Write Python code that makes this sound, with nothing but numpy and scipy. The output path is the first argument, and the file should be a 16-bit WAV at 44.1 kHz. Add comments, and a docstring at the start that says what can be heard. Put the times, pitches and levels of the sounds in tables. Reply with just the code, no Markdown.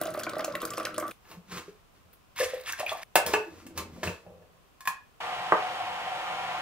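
"""Four scenes in a wooden kitchen, cut together. First a thin tap stream fills a glass: plops, ringing gurgle, fizz.
Then a steel kettle's lid scrapes off and water is poured in: splash, gulps, an air column rising in pitch.
Then the lid is knocked and pressed back on (struck steel modes, a sinking air note) and a plastic switch snaps.
Last a jug is set down on the wooden top while heating water hisses. Quiet air noise lies under all four."""
import sys
import numpy as np
from scipy import signal
from scipy.fft import rfft, irfft, next_fast_len
from scipy.io import wavfile
from scipy.ndimage import uniform_filter1d

SR = 44100
rng = np.random.default_rng(int(sys.argv[2]) if len(sys.argv) > 2 else 0)


def generate_wav(signal):
    """Clip the signal to [-1, 1] and save it as 16-bit WAV at the path in sys.argv[1]."""
    frames = np.transpose(np.atleast_2d(signal))
    scaled = np.clip(frames, -1, 1) * 32767
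    pcm = np.round(scaled).astype(np.int16)
    wavfile.write(sys.argv[1], SR, pcm)


N = 291501

# bubbles in the glass [t/s, level/dB, f/Hz, t60/s]
PLOPS = [(0.014, -23, 664, 0.033), (0.056, -28, 659, 0.12), (0.079, -24.5, 630, 0.062),
         (0.147, -27, 608, 0.043), (0.175, -24, 603, 0.071), (0.199, -30.5, 603, 0.058),
         (0.267, -18, 2290, 0.0083), (0.273, -28, 1480, 0.06), (0.334, -27.5, 572, 0.072),
         (0.367, -21.5, 610, 0.049), (0.394, -19.5, 603, 0.022), (0.445, -24.5, 675, 0.031),
         (0.479, -25.5, 573, 0.086), (0.502, -36, 560, 0.042), (0.539, -33, 1087, 0.15),
         (0.552, -28.5, 584, 0.075), (0.617, -30.5, 1125, 0.053), (0.632, -26.5, 477, 0.033),
         (0.707, -35.5, 1175, 0.14), (0.739, -35, 653, 0.046), (0.779, -22.5, 533, 0.026),
         (0.799, -23, 1260, 0.032), (0.85, -35, 530, 0.071), (0.869, -28.5, 1480, 0.036),
         (0.899, -44, 1350, 0.082), (0.979, -23.5, 603, 0.058), (1.025, -26.5, 1254, 0.075),
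         (1.039, -28.5, 1160, 0.082), (1.072, -54, 1240, 0.045)]
# air and wall modes of the glass [f/Hz, base width/Hz, relative level/dB]
GLASS_MODES = [(306, 30, -4.5), (603, 59, -1.5), (1160, 71, -0.5), (1480, 7.5, -8), (1950, 48, -13),
               (3390, 65, -26)]
# fizz spectrum [f/Hz, relative density/dB per Hz]
FIZZ_SPECTRUM = [(59, -48), (100, -2.5), (308, 2), (398, -0.5), (608, 0.5), (836, -53), (1310, 5),
                 (1720, -16), (14400, -39), (16000, -32)]
FIZZ_DB = -47.5
# steady level; kick relative to each plop (gurgle) or drop (small bubbles); decay of the kick
GURGLE_DB, GURGLE_KICK_DB, GURGLE_T60_S = -67, -10.5, 0.11
BUBBLES_DB, BUBBLES_KICK_DB, BUBBLES_T60_S = -56, -14.5, 0.068
STIR_RISE_S = 0.0021


def tap():
    """Plops stir a gurgle that rings the glass; drops stir small bubbles; fizz is dense filtered clicks."""
    out = np.zeros(N)
    size = round(CUTS[1] * SR) + 400
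    for t0, *plop in PLOPS:
        add(out, t0, bubble(*plop))

    plop_s, plop_db = np.transpose(PLOPS)[:2]
    drop_s, drop_db = np.transpose(DROPS)[:2]
    gurgle_kicks = swells(plop_s, plop_db + GURGLE_KICK_DB, STIR_RISE_S, GURGLE_T60_S)[:size]
    bubble_kicks = swells(drop_s, drop_db + BUBBLES_KICK_DB, STIR_RISE_S, BUBBLES_T60_S)[:size]
    gurgle_level = amp(GURGLE_DB) + gurgle_kicks
    bubble_level = amp(BUBBLES_DB) + bubble_kicks

    drive = grains(size, 400, 5.6)
    gurgle = np.zeros(size)
    for hz, width_hz, db in GLASS_MODES:
        mode = resonate(resonate(drive, hz, 1.63 * width_hz), hz, 390)
        gurgle += amp(db) * evened(mode)
    add(out, 0, gurgle_level * evened(gurgle))
    add(out, 0, bubble_level * swarm(size, 1185, 5870, 360, cycles=36.5))
    add(out, 0, bubble_level * amp(-26) * swarm(size, 4400, 16400, 200, cycles=36.0, count=12))
    add(out, 0, amp(FIZZ_DB) * colour(grains(size, 6000, 2.4), FIZZ_SPECTRUM))
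    return out


# flow from glass into kettle [t/s, splash level/dB]
FLOW = [(2.35, -80), (2.362, -50), (2.41, -37), (2.478, -50), (2.644, -55.5), (2.70, -51.5), (2.80, -47),
        (2.85, -56.5), (2.91, -45), (3.04, -57.5)]
# gulps of the poured water [t/s, level/dB, f/Hz, t60/s]
GULPS = [(2.4, -24.5, 518, 0.22), (2.414, -26, 526, 0.089), (2.408, -24.5, 1753, 0.06),
         (2.462, -35, 1800, .04), (2.534, -27.5, 510, 0.071), (2.659, -33, 3140, 0.023),
         (2.691, -30.5, 2640, 0.045), (2.732, -27, 1556, 0.04), (2.921, -28, 1080, 0.062),
         (2.799, -18.5, 573, 0.044), (2.801, -32, 2590, .04), (2.829, -26.5, 706, 0.05),
         (2.863, -25.5, 2433, 0.08), (2.892, -22.5, 3380, 0.026), (2.917, -21.5, 668, 0.041),
         (2.949, -28, 717, 0.039)]
# spectra [f/Hz, relative density/dB per Hz]
SPLASH_SPECTRUM = [(410, -34), (700, -19), (899, -16), (1100, -9), (1240, -47), (1770, 11.5), (2160, 8),
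                   (2520, 6), (3060, -2), (3460, 5.5), (7000, -11), (9100, -61), (15400, -120)]
SPRAY_SPECTRUM = [(2940, -22), (5000, 1), (7670, -0.5), (8620, 1.5), (13200, -8), (16000, -18)]
# spray and boom levels at full flow; slopes in dB per dB of flow
FULL_FLOW_DB, SPRAY_DB, SPRAY_SLOPE, BOOM_DB, BOOM_SLOPE = -36.5, -33, 1.4, -55, 1
CLUMP_DB, CLUMP_PER_S = 4.5, 45  # lumps in the stream: rms swing; smoothing rate
# the air column climbs FILL_S after the flow starts; level relative to the low gulps that excite it
COLUMN_HZ, FILL_S, FILL_HZ_PER_S, COLUMN_DB, COLUMN_T60_S = 521, 0.19, 500, -20, 0.37
FROTH_DB, FROTH_WIDTH = -3, 0.3  # relative to the gulp; share of its pitch


def pour():
    """A lumpy stream splashes and rings the steel, with spray, bubbles, gulps and a rising air column."""
    out = np.zeros(N)
    start_s, (flow_db,) = unroll(FLOW)
    size = len(flow_db)
    lump = round(SR / CLUMP_PER_S)
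    lumps = uniform_filter1d(uniform_filter1d(rng.standard_normal(size), lump), lump)
    splash_db = flow_db + CLUMP_DB * evened(lumps)
    below_db = splash_db - FULL_FLOW_DB

    drive = grains(size, 2500, 2.4)
    ringing = np.zeros(size)
    for hz, db, _ in STEEL_MODES:
        if hz > 1200:
            ringing += amp(db) * resonate(drive, hz, 140)
    splash = colour(drive, SPLASH_SPECTRUM) + 0.85 * evened(ringing)
    spray = colour(grains(size, 3000, 4.3), SPRAY_SPECTRUM)
    boom = evened(resonate(resonate(drive, 83, 50), 84, 50))
    add(out, start_s, amp(splash_db) * splash)
    add(out, start_s, amp(SPRAY_DB + SPRAY_SLOPE * below_db) * spray)
    add(out, start_s, amp(splash_db) * swarm(size, 915, 5150, 500, cycles=17.6))
    add(out, start_s, amp(BOOM_DB + BOOM_SLOPE * below_db) * boom)

    low_gulps = [row for row in GULPS if row[2] < 1000]
    gulp_s, gulp_db = np.transpose(low_gulps)[:2]
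    column_level = swells(gulp_s, gulp_db + COLUMN_DB, 0.0071, COLUMN_T60_S)[round(start_s * SR):][:size]
    column_hz = COLUMN_HZ + FILL_HZ_PER_S * np.maximum(np.arange(size) / SR - FILL_S, 0)
    add(out, start_s, column_level * evened(resonate(grains(size, 510, 1.0), column_hz, 55)))

    t = np.arange(4000) / SR
    for t0, db, hz, t60 in GULPS:
        add(out, t0, bubble(db, hz, t60, glide=0.06, rise_s=0.0024))
        width_hz = FROTH_WIDTH * hz
        froth = evened(resonate(resonate(rng.standard_normal(4000), hz, width_hz), hz, width_hz))
        froth_level = amp(db + FROTH_DB - 60 * t / (0.92 * t60)) * np.minimum(t / 0.0015, 1)
        add(out, t0, froth_level * froth)
    return out


# lid dragged over the rim [t/s at peak, level/dB, treble level/dB, rise/s, t60/s]
SCRAPES = [(1.321, -50, -57, 0.081, 0.21), (1.522, -40.5, -62, 0.031, 0.45),
           (1.582, -37.5, -52, 0.058, 0.11), (1.682, -59, -75, .01, 0.2), (1.95, -66, -85, .01, 0.43),
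           (2.131, -58, -50, .003, 0.076), (3.277, -35.5, -46, 0.021, 0.43),
           (3.337, -22, -42, 0.0046, 0.043), (3.6, -56.5, -80, 0.3, 0.34), (3.784, -34, -50, 0.019, 0.16),
           (3.94, -58, -80, .05, 0.9), (4.033, -33.5, -50, 0.0027, 0.31), (4.081, -43, -60, 0.079, 0.11)]
# scrape spectrum [f/Hz, relative density/dB per Hz]
SCRAPE_SPECTRUM = [(150, -31), (250, -3), (493, -4.5), (640, -20.5), (1100, -3), (1670, -9), (2620, -9.5),
                   (2910, -12.5), (4050, -12), (7980, -15.5), (13700, -28.5), (16000, -32)]
# hand and kettle shifting [t/s at peak, dull rustle/dB, base/dB, worktop boom/dB, t60/s]
SHIFTS = [(1.322, -68, -60, -57, 0.27), (1.38, -59, -50.5, -62, 0.17), (1.52, -83, -48, -58, 0.26),
          (1.584, -76, -40, -44.5, 0.067), (1.682, -68, -63, -74, 0.31), (2.06, -72, -70, -58, 0.17),
          (2.2, -86, -82, -72, .3), (3.277, -39, -41.5, -39.5, 0.097), (3.365, -41, -51.5, -50, 0.15),
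          (3.52, -63, -64, -58, 0.55), (3.783, -51, -51, -47.5, 0.49), (3.93, -71, -48, -61, 0.37),
          (3.982, -50.5, -43, -65, .06), (4.076, -41, -43, -39.5, 0.16), (4.267, -55, -59.5, -61, 0.98)]
SHIFT_RISE_S = 0.049
# kettle air booms as the lid leaves or meets the mouth [t/s, level/dB, f/Hz, t60/s]
PUFFS = [(1.68, -34, 407, 0.057), (3.337, -22.5, 434, 0.17), (3.46, -43, 335, 0.17)]
# air note while the lid closes the mouth; flutter is the rms swing as the lid rocks
CLOSE_S, SHUT_S, OPEN_HZ, SHUT_HZ, SINK_S = 3.36, 4.07, 454, 233, 0.15
CAVITY_DB, FLUTTER_DB = -54.5, 4.5


def lid():
    """Friction clicks drive the steel; handling rumbles low; the air note sinks as the mouth closes."""
    drive = grains(N, 4000, 2.4)
    ringing = np.zeros(N)
    for hz, db, _ in STEEL_MODES:
        ringing += amp(db) * resonate(drive, hz, 87)
    scrape = colour(drive, SCRAPE_SPECTRUM) + 0.11 * evened(ringing)
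    treble = evened(high_pass(drive, 9000))
    peak_s, db, treble_db, rise_s, t60 = np.transpose(SCRAPES)
    out = swells(peak_s, db, rise_s, t60) * scrape
    out += swells(peak_s, treble_db, rise_s, t60) * treble

    peak_s, *levels_db, t60 = np.transpose(SHIFTS)
    bands = [(510, 330), (187.5, 54), (82, 25)]  # rustle, base, worktop: f/Hz, width/Hz
    for db, (hz, width_hz) in zip(levels_db, bands):
        rumble = evened(resonate(resonate(drive, hz, width_hz), hz, width_hz))
        out += swells(peak_s, db, SHIFT_RISE_S, t60) * rumble

    for t0, *puff in PUFFS:
        add(out, t0, bubble(*puff, glide=-0.0026, rise_s=0.0017))

    t = np.arange(0, SHUT_S - CLOSE_S, 1 / SR)
    cavity_hz = SHUT_HZ + (OPEN_HZ - SHUT_HZ) * np.exp(-t / SINK_S)
    flutter = evened(uniform_filter1d(rng.standard_normal(len(t)), 900))
    cavity = evened(resonate(rng.standard_normal(len(t)), cavity_hz, 40))
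    add(out, CLOSE_S, amp(CAVITY_DB + FLUTTER_DB * flutter) * cavity)
    return out


# modes [f/Hz, relative level/dB, base t60/s]: kettle and lid; plastic base; jug on the wooden top
STEEL_MODES = [(430, -21.5, 0.4), (447, -18, 0.4), (585, -3, 0.098), (664, 3, 0.12), (741, -1.5, .12),
               (750, 0, 0.062), (877, 8.5, 0.079), (1020, -14, 0.12), (1100, -4, 0.15), (1346, -8, 0.15),
               (1512, -5, 0.31), (1705, 3.5, 0.17), (2154, -2, 0.11), (2728, -6, 0.3), (2616, 2.5, 0.19),
               (3300, -10, 0.068), (4520, -32.5, 0.071), (5230, -18, 0.21), (6960, -14, 0.095),
               (8850, -14, 0.13), (9920, -28, .08)]
SWITCH_MODES = [(786, -2, .15), (1004, -7, 0.2), (1056, -4, 0.16), (1071, 5, 0.16), (1144, -10, .12),
                (1200, -17, 0.12), (1707, 3.5, 0.16), (1820, -2, 0.12), (2255, -4, 0.11),
                (2460, -1.5, 0.13), (3470, -4, 0.062), (4250, -11, 0.051)]
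TABLE_MODES = [(380, -3, 0.053), (476, 9.5, 0.16), (560, 11, 0.1), (634, 11, 0.093), (733, 13.5, 0.083),
               (880, 10.5, 0.11), (985, 11.5, 0.081), (1086, 10.5, 0.07), (1183, 7.5, 0.08),
               (1461, 8.5, 0.091), (1515, 6, 0.07), (1800, 5.5, 0.047)]
# blows on steel, switch, table [t/s, level/dB, bass/dB, low mid/dB, treble/dB, factor on t60];
# bass, low mid and treble are relative to the blow
BLOWS = [(1.251, -52, -19, -21, -18, 0.64), (1.314, -41.5, -3, -9, -10, 0.69),
         (2.361, -49, -3, -19, 5, 0.6), (3.156, -4.5, -27, 1, -8, 0.36), (3.263, -27, -13, -1, 3.5, 0.58),
         (3.338, -11, -43, -20, -35, 0.27), (3.666, -45, -11, -22, 1, 0.19), (3.776, -33.5, -6, 1, 4, 0.27),
         (4.031, -23.5, -12, -1, -34, 0.2), (4.074, -23.5, -1, -15, -33, 0.25),
         (4.264, -41.5, 0, 25, -38, 0.52), (4.423, -55, -11.5, 3, -16, 0.28)]
SNAPS = [(4.806, -41.5, -30, -29, -1.5, 0.84), (4.854, -32.5, -34, -48, -8.5, 0.79),
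         (4.874, -13, -28, -49, -12, 0.34)]
KNOCKS = [(5.522, -4, -26, -8.5, -42, 0.33)]


def strike(events, modes, rise_s, chatter_s):
    """A blow and its short chatter ring the modes, with a bright tick and a low push."""
    out = np.zeros(N)
    t = np.arange(16000) / SR
    hz, mode_db, t60 = np.transpose(modes)[:, :, None]
    # each mode beats with a weaker partner 2.5 % higher
    beating = np.sin(2 * np.pi * hz * t) + 0.41 * np.sin(2 * np.pi * 1.025 * hz * t)
    contact = 1 - np.exp(-t / rise_s)
    for t0, db, bass_db, mid_db, treble_db, ring in events:
        tilt = [(400, mid_db), (560, mid_db), (850, 0.0092), (3000, 0.0037), (5000, treble_db + 12.5)]
        place_db = 1.4 * rng.standard_normal(hz.shape)  # the point of contact favours some modes
        decay_db = -60 * t / (np.clip(t60, 0.02, 0.6) * ring)
        rings = amp(mode_db + place_db + read(tilt, hz) + decay_db) * beating
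        chatter = 0.05 * rng.standard_normal(len(t)) * np.exp(-t / chatter_s)
        chatter[0] += 1  # the blow itself
        body = signal.fftconvolve(rings.sum(0) * contact, chatter)[:len(t)]
        body = high_pass(body, 340)
        click = high_pass(resonate(rng.standard_normal(len(t)), 6500, 10000), 820)
        tick = amp(treble_db - 1.5) * click * np.exp(-t / 0.0077)
        push = amp(bass_db) * np.sin(2 * np.pi * 160 * t) * (t / 0.0038) * np.exp(-t / 0.0041)
        add(out, t0, amp(db) * (body / abs(body).max() + tick + push))
    return out


# drops bursting at the surface, in glass then kettle [t/s, nominal level/dB, centre f/Hz]
DROPS = [(0.014, -22.5, 14300), (0.0353, -32, 9900), (0.055, -31, 7060), (0.0694, -28, 3390),
         (0.1065, -43, 7490), (0.1393, -31, 15000), (0.1955, -29.5, 5000), (0.201, -31, 13400),
         (0.2345, -24.5, 6700), (0.293, -31, 4400), (0.3345, -38, 4680), (0.3556, -39, 4770),
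         (0.3661, -43, 3380), (0.3837, -32.5, 13000), (0.3937, -32, 4760), (0.407, -30.5, 3970),
         (0.4455, -19, 7040), (0.4794, -37, 3970), (0.5, -49, 3050), (0.553, -22, 3390),
         (0.6176, -26.5, 14900), (0.652, -22.5, 14200), (0.7047, -25, 7800), (0.7356, -27.5, 2900),
         (0.7734, -27, 5200), (0.781, -26.5, 8900), (0.799, -28, 3000), (0.83, -38, 9700),
         (0.852, -20.5, 5030), (0.9033, -44, 3080), (0.943, -38, 10700), (0.963, -37, 4270),
         (0.9806, -20.5, 9100), (0.999, -28.5, 13000), (1.08, -33, 14300), (1.1115, -31, 2830),
         (2.3616, -47, 3860), (2.4026, -27, 4520), (2.579, -40, 3740), (2.614, -42, 4100),
         (2.681, -32.5, 3360), (2.7238, -22.5, 6640), (2.7964, -33, 3320), (2.8627, -30, 3070),
         (2.8953, -41, 3440)]
TINY_DB, TINY_SPREAD_DB, TINY_PER_S = -45, 4.5, 45  # further small drops at random times


def splats():
    """Each drop is a tick with a puff of spray around its pitch; small random drops fill in."""
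    out = np.zeros(N)
    t = np.arange(1500) / SR
    tiny = []
    for start, end in [(0, CUTS[1]), (FLOW[0][0], CUTS[2])]:
        for u, v, w in rng.random((int(TINY_PER_S * (end - start)), 3)):
            db = TINY_DB - TINY_SPREAD_DB * np.log(v + 0.01)
            tiny.append((start + (end - start) * u, db, 2000 * 7 ** w))
    decay = np.exp(-t / 0.0027) + 0.1 * np.exp(-t / 0.0046)
    for t0, db, hz in DROPS + tiny:
        noise = rng.standard_normal(1500)
        burst = evened(resonate(noise, hz, 1000)) + 0.9 * np.diff(noise, prepend=0)
        add(out, t0, amp(db - 8) * (hz / 5000) ** 0.15 * burst * decay)
    return out


# heating water [t/s, hiss level/dB]
SIMMER = [(4.9, -35), (5.3, -36.5), (5.6, -36), (5.9, -37), (6.25, -36.5), (6.62, -36)]
# hiss spectrum [f/Hz, relative density/dB per Hz]
HISS_SPECTRUM = [(24, -62), (40, -42), (130, -18.5), (402, -26), (542, -10.5), (646, -15), (751, -3),
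                 (965, -5), (1240, -9), (1340, -9), (1810, -11), (3060, -13.5), (3930, -22.5),
                 (7000, -35.5), (13800, -48.5), (16000, -78)]
# water and steel colouring the hiss [f/Hz, width/Hz, relative level/dB]
HISS_MODES = [(735, 44, 5), (1293, 26, -13.5)]
SPREAD_HZ = 2660  # treble above this also reaches each port by its own way


def simmer():
    """Thousands of tiny steam bubbles collapse and ring water and steel; returns near and scattered parts."""
    out = np.zeros((3, N))
    start_s, (db,) = unroll(SIMMER)
    for part in out:
        drive = grains(len(db), 9000, 1.0)
        ringing = np.zeros(len(db))
        for hz, width_hz, mode_db in HISS_MODES:
            ringing += amp(mode_db) * resonate(drive, hz, width_hz)
        hiss = evened(colour(drive, HISS_SPECTRUM) + 0.5 * evened(ringing))
        add(part, start_s, amp(db) * hiss)
    return out[0], high_pass(out[1:], SPREAD_HZ)


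# reverberation [f/Hz, t60/s, relative level/dB]
WALLS = [(149, 0.12, 6), (603, 0.3, 1), (2504, 0.31, -3), (6760, 0.22, -2), (13000, 0.14, 2)]
# likeness of the room at both ports [f/Hz, correlation/-1..1]
LIKENESS = [(50, 1), (150, 0.95), (600, 0.78), (1500, 0.25), (3000, 0.21)]


def room():
    """Sparse taps of random sign, each band dying at its own speed; the bass is alike at both ports."""
    taps = np.zeros((2, SR // 2))
    grid = np.arange(120, SR // 2 - 20, 20)
    at = grid + rng.integers(0, 20, (2, len(grid)))
    np.put_along_axis(taps, at, rng.choice([-1., 1.], at.shape), 1)
    hz, t, (a, b) = signal.stft(taps, SR, nperseg=512)
    same = np.clip(read(LIKENESS, hz), -1, 1)[:, None]
    walls = np.array(WALLS)
    t60 = read(walls[:, [0, 1]], hz)[:, None]
    wall_db = read(walls[:, [0, 2]], hz)[:, None]
    ports = np.array([a, same * a + np.sqrt(1 - same ** 2) * b])
    tail = signal.istft(ports * amp(wall_db - 60 * t / t60), SR, nperseg=512)[1]
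    return tail / np.linalg.norm(tail[0])


# air noise spectrum [f/Hz, relative density/dB per Hz]
AIR_SPECTRUM = [(15, -33), (25, -4.5), (120, -9.5), (317, -16), (796, -16.5), (863, -20), (1040, -15),
                (1790, -24), (2280, -24.5), (2550, -22.5), (4030, -29), (10400, -35), (16000, -33.5)]
AIR_DB = -61


def air():
    """Steady filtered noise, almost independent at the two ports."""
    a, b = rng.standard_normal((2, N))
    return amp(AIR_DB) * colour(np.array([a, 0.03 * a + b]), AIR_SPECTRUM)


def bubble(db, hz, t60, glide=0.021, rise_s=0.00083):
    """A dying sine whose pitch glides: up as a bubble nears the surface, down if glide is negative."""
    t = np.arange(round(np.clip(t60, 0.002, 0.4) * SR)) / SR
    turns = np.cumsum(hz * (1 + glide * t / t[-1])) / SR
    return amp(db - 60 * t / t60) * (1 - np.exp(-t / rise_s)) * np.sin(2 * np.pi * turns)


def swarm(size, low_hz, high_hz, per_s, cycles, count=24):
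    """Many small bubbles, each size with its own random train; big ones are louder; rms 1."""
    out = np.zeros(size)
    for hz in np.geomspace(low_hz, high_hz, count):
        one = bubble(0, hz, cycles / hz, glide=0.76, rise_s=0.22 / hz)
        train = grains(size, per_s / count, 2.0)
        out += signal.oaconvolve(train, one)[:size] * (hz / low_hz) ** -0.3
    return evened(out)


def grains(size, per_s, spread_db):
    """Sparse clicks of random sign, a few of them large; rms 1."""
    chosen = rng.random(size) < per_s / SR
    sign = rng.choice([-1., 1.], size)
    return evened(chosen * sign * amp(spread_db * np.minimum(rng.exponential(1, size), 4)))


def swells(peak_s, db, rise_s, t60):
    """Level over time: each event rises to its peak and dies away; powers add."""
    power = np.zeros(N)
    for s, level_db, rise, fall in np.broadcast(peak_s, db, rise_s, t60):
        t = np.arange(-3 * rise, fall, 1 / SR)
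        shape = amp(level_db) * np.where(t < 0, np.exp(2 * t / rise), amp(-60 * t / fall))
        skip = max(0, round((3 * rise - s) * SR) + 1)  # part before time zero
        add(power, s + t[skip], shape[skip:] ** 2)
    return np.sqrt(power)


def resonate(x, hz, width_hz):
    """Shifts the curve hz down to zero, smooths, and shifts back: a resonance of gain 1."""
    turn = np.exp(2j * np.pi * np.cumsum(hz * np.ones(len(x))) / SR)
    r = np.exp(-np.pi * width_hz / SR)
    return 2 * (turn * signal.lfilter([1 - r], [1, -r], x / turn + 1e-18)).real


def colour(x, spectrum):
    """Gives x the spectrum, rms 1."""
    size = next_fast_len(x.shape[-1])
    gain = amp(read(spectrum, np.fft.rfftfreq(size, 1 / SR)))
    return evened(irfft(rfft(x, size) * gain, size)[..., :x.shape[-1]])


def high_pass(x, hz):
    """Third-order Butterworth high-pass."""
    return signal.sosfilt(signal.butter(3, hz, "high", fs=SR, output="sos"), x)


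def delay(x, samples):
    """Fractional delay as a phase slope."""
    size = next_fast_len(len(x))
    return irfft(rfft(x, size) * np.exp(-2j * np.pi * np.fft.rfftfreq(size) * samples), size)[:len(x)]


def amp(db):
    """dB to amplitude."""
    return 10 ** (np.asarray(db) / 20)


def evened(x):
    """Scales x to rms 1."""
    return x / np.sqrt(np.mean(x ** 2) + 1e-20)


def read(points, hz):
    """Interpolates a table over log frequency."""
    f, value = np.transpose(points)
    return np.interp(np.log(hz + 1), np.log(f + 1), value)


def unroll(rows):
    """Start time and sample-by-sample columns of a curve table."""
    s, *columns = np.transpose(rows)
    t = np.arange(s[0], s[-1], 1 / SR)
    return s[0], [np.interp(t, s, c) for c in columns]


def add(mix, s, sound):
    """Adds sound into mix from s seconds, clipped to its end."""
    part = mix[round(s * SR):][:len(sound)]
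    part += sound[:len(part)]


# start of each scene [t/s]
CUTS = [0, 1.12, 3.036, 5.204]
# lag of the left port in each scene [samples]
LEFT_LAG = [-1.44, 2.5, 2.5, 5.5]
DROP_WET_DB = -4  # drops burst close by: less room than the rest


def scene():
    """Each part is heard from its own place, between two cuts, over the air noise."""
    kettle = lid() + strike(BLOWS, STEEL_MODES, 0.00074, 0.016)
    switch = strike(SNAPS, SWITCH_MODES, 0.0019, 0.0027)
    jug = strike(KNOCKS, TABLE_MODES, 0.00058, 0.0027)
    drops = splats()
    hiss, scattered = simmer()
    parts = [tap(), kettle + pour(), kettle + switch, hiss + jug]
    wet_db = [-5.0, -6.0, -3.5, -2.5]
    tail = room()
    out = np.zeros((2, N))
    t = np.arange(N) / SR
    for part, lag, db, start, end in zip(parts, LEFT_LAG, wet_db, CUTS, CUTS[1:] + [99]):
        inside = np.clip(np.minimum(t - start, end - t) / 0.004 + 0.5, 0, 1)  # 4 ms crossfade
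        direct = np.array([delay(part + drops, lag), part + drops])
        sent = part + amp(DROP_WET_DB) * drops
        wet = signal.oaconvolve(sent[None], tail, axes=1)[:, :N]
        out += inside * (direct + amp(db) * wet)
    out += inside * scattered  # last part only
    return out + air()


EDGE_HZ = 15720


def record(dry):
    """Band limit: a steep low-pass at EDGE_HZ."""
    taps = signal.firwin(767, EDGE_HZ, window=("kaiser", 7), fs=SR)
    return signal.oaconvolve(dry, taps[None], "same", axes=1)


dry = scene()
out = record(dry)
generate_wav(out)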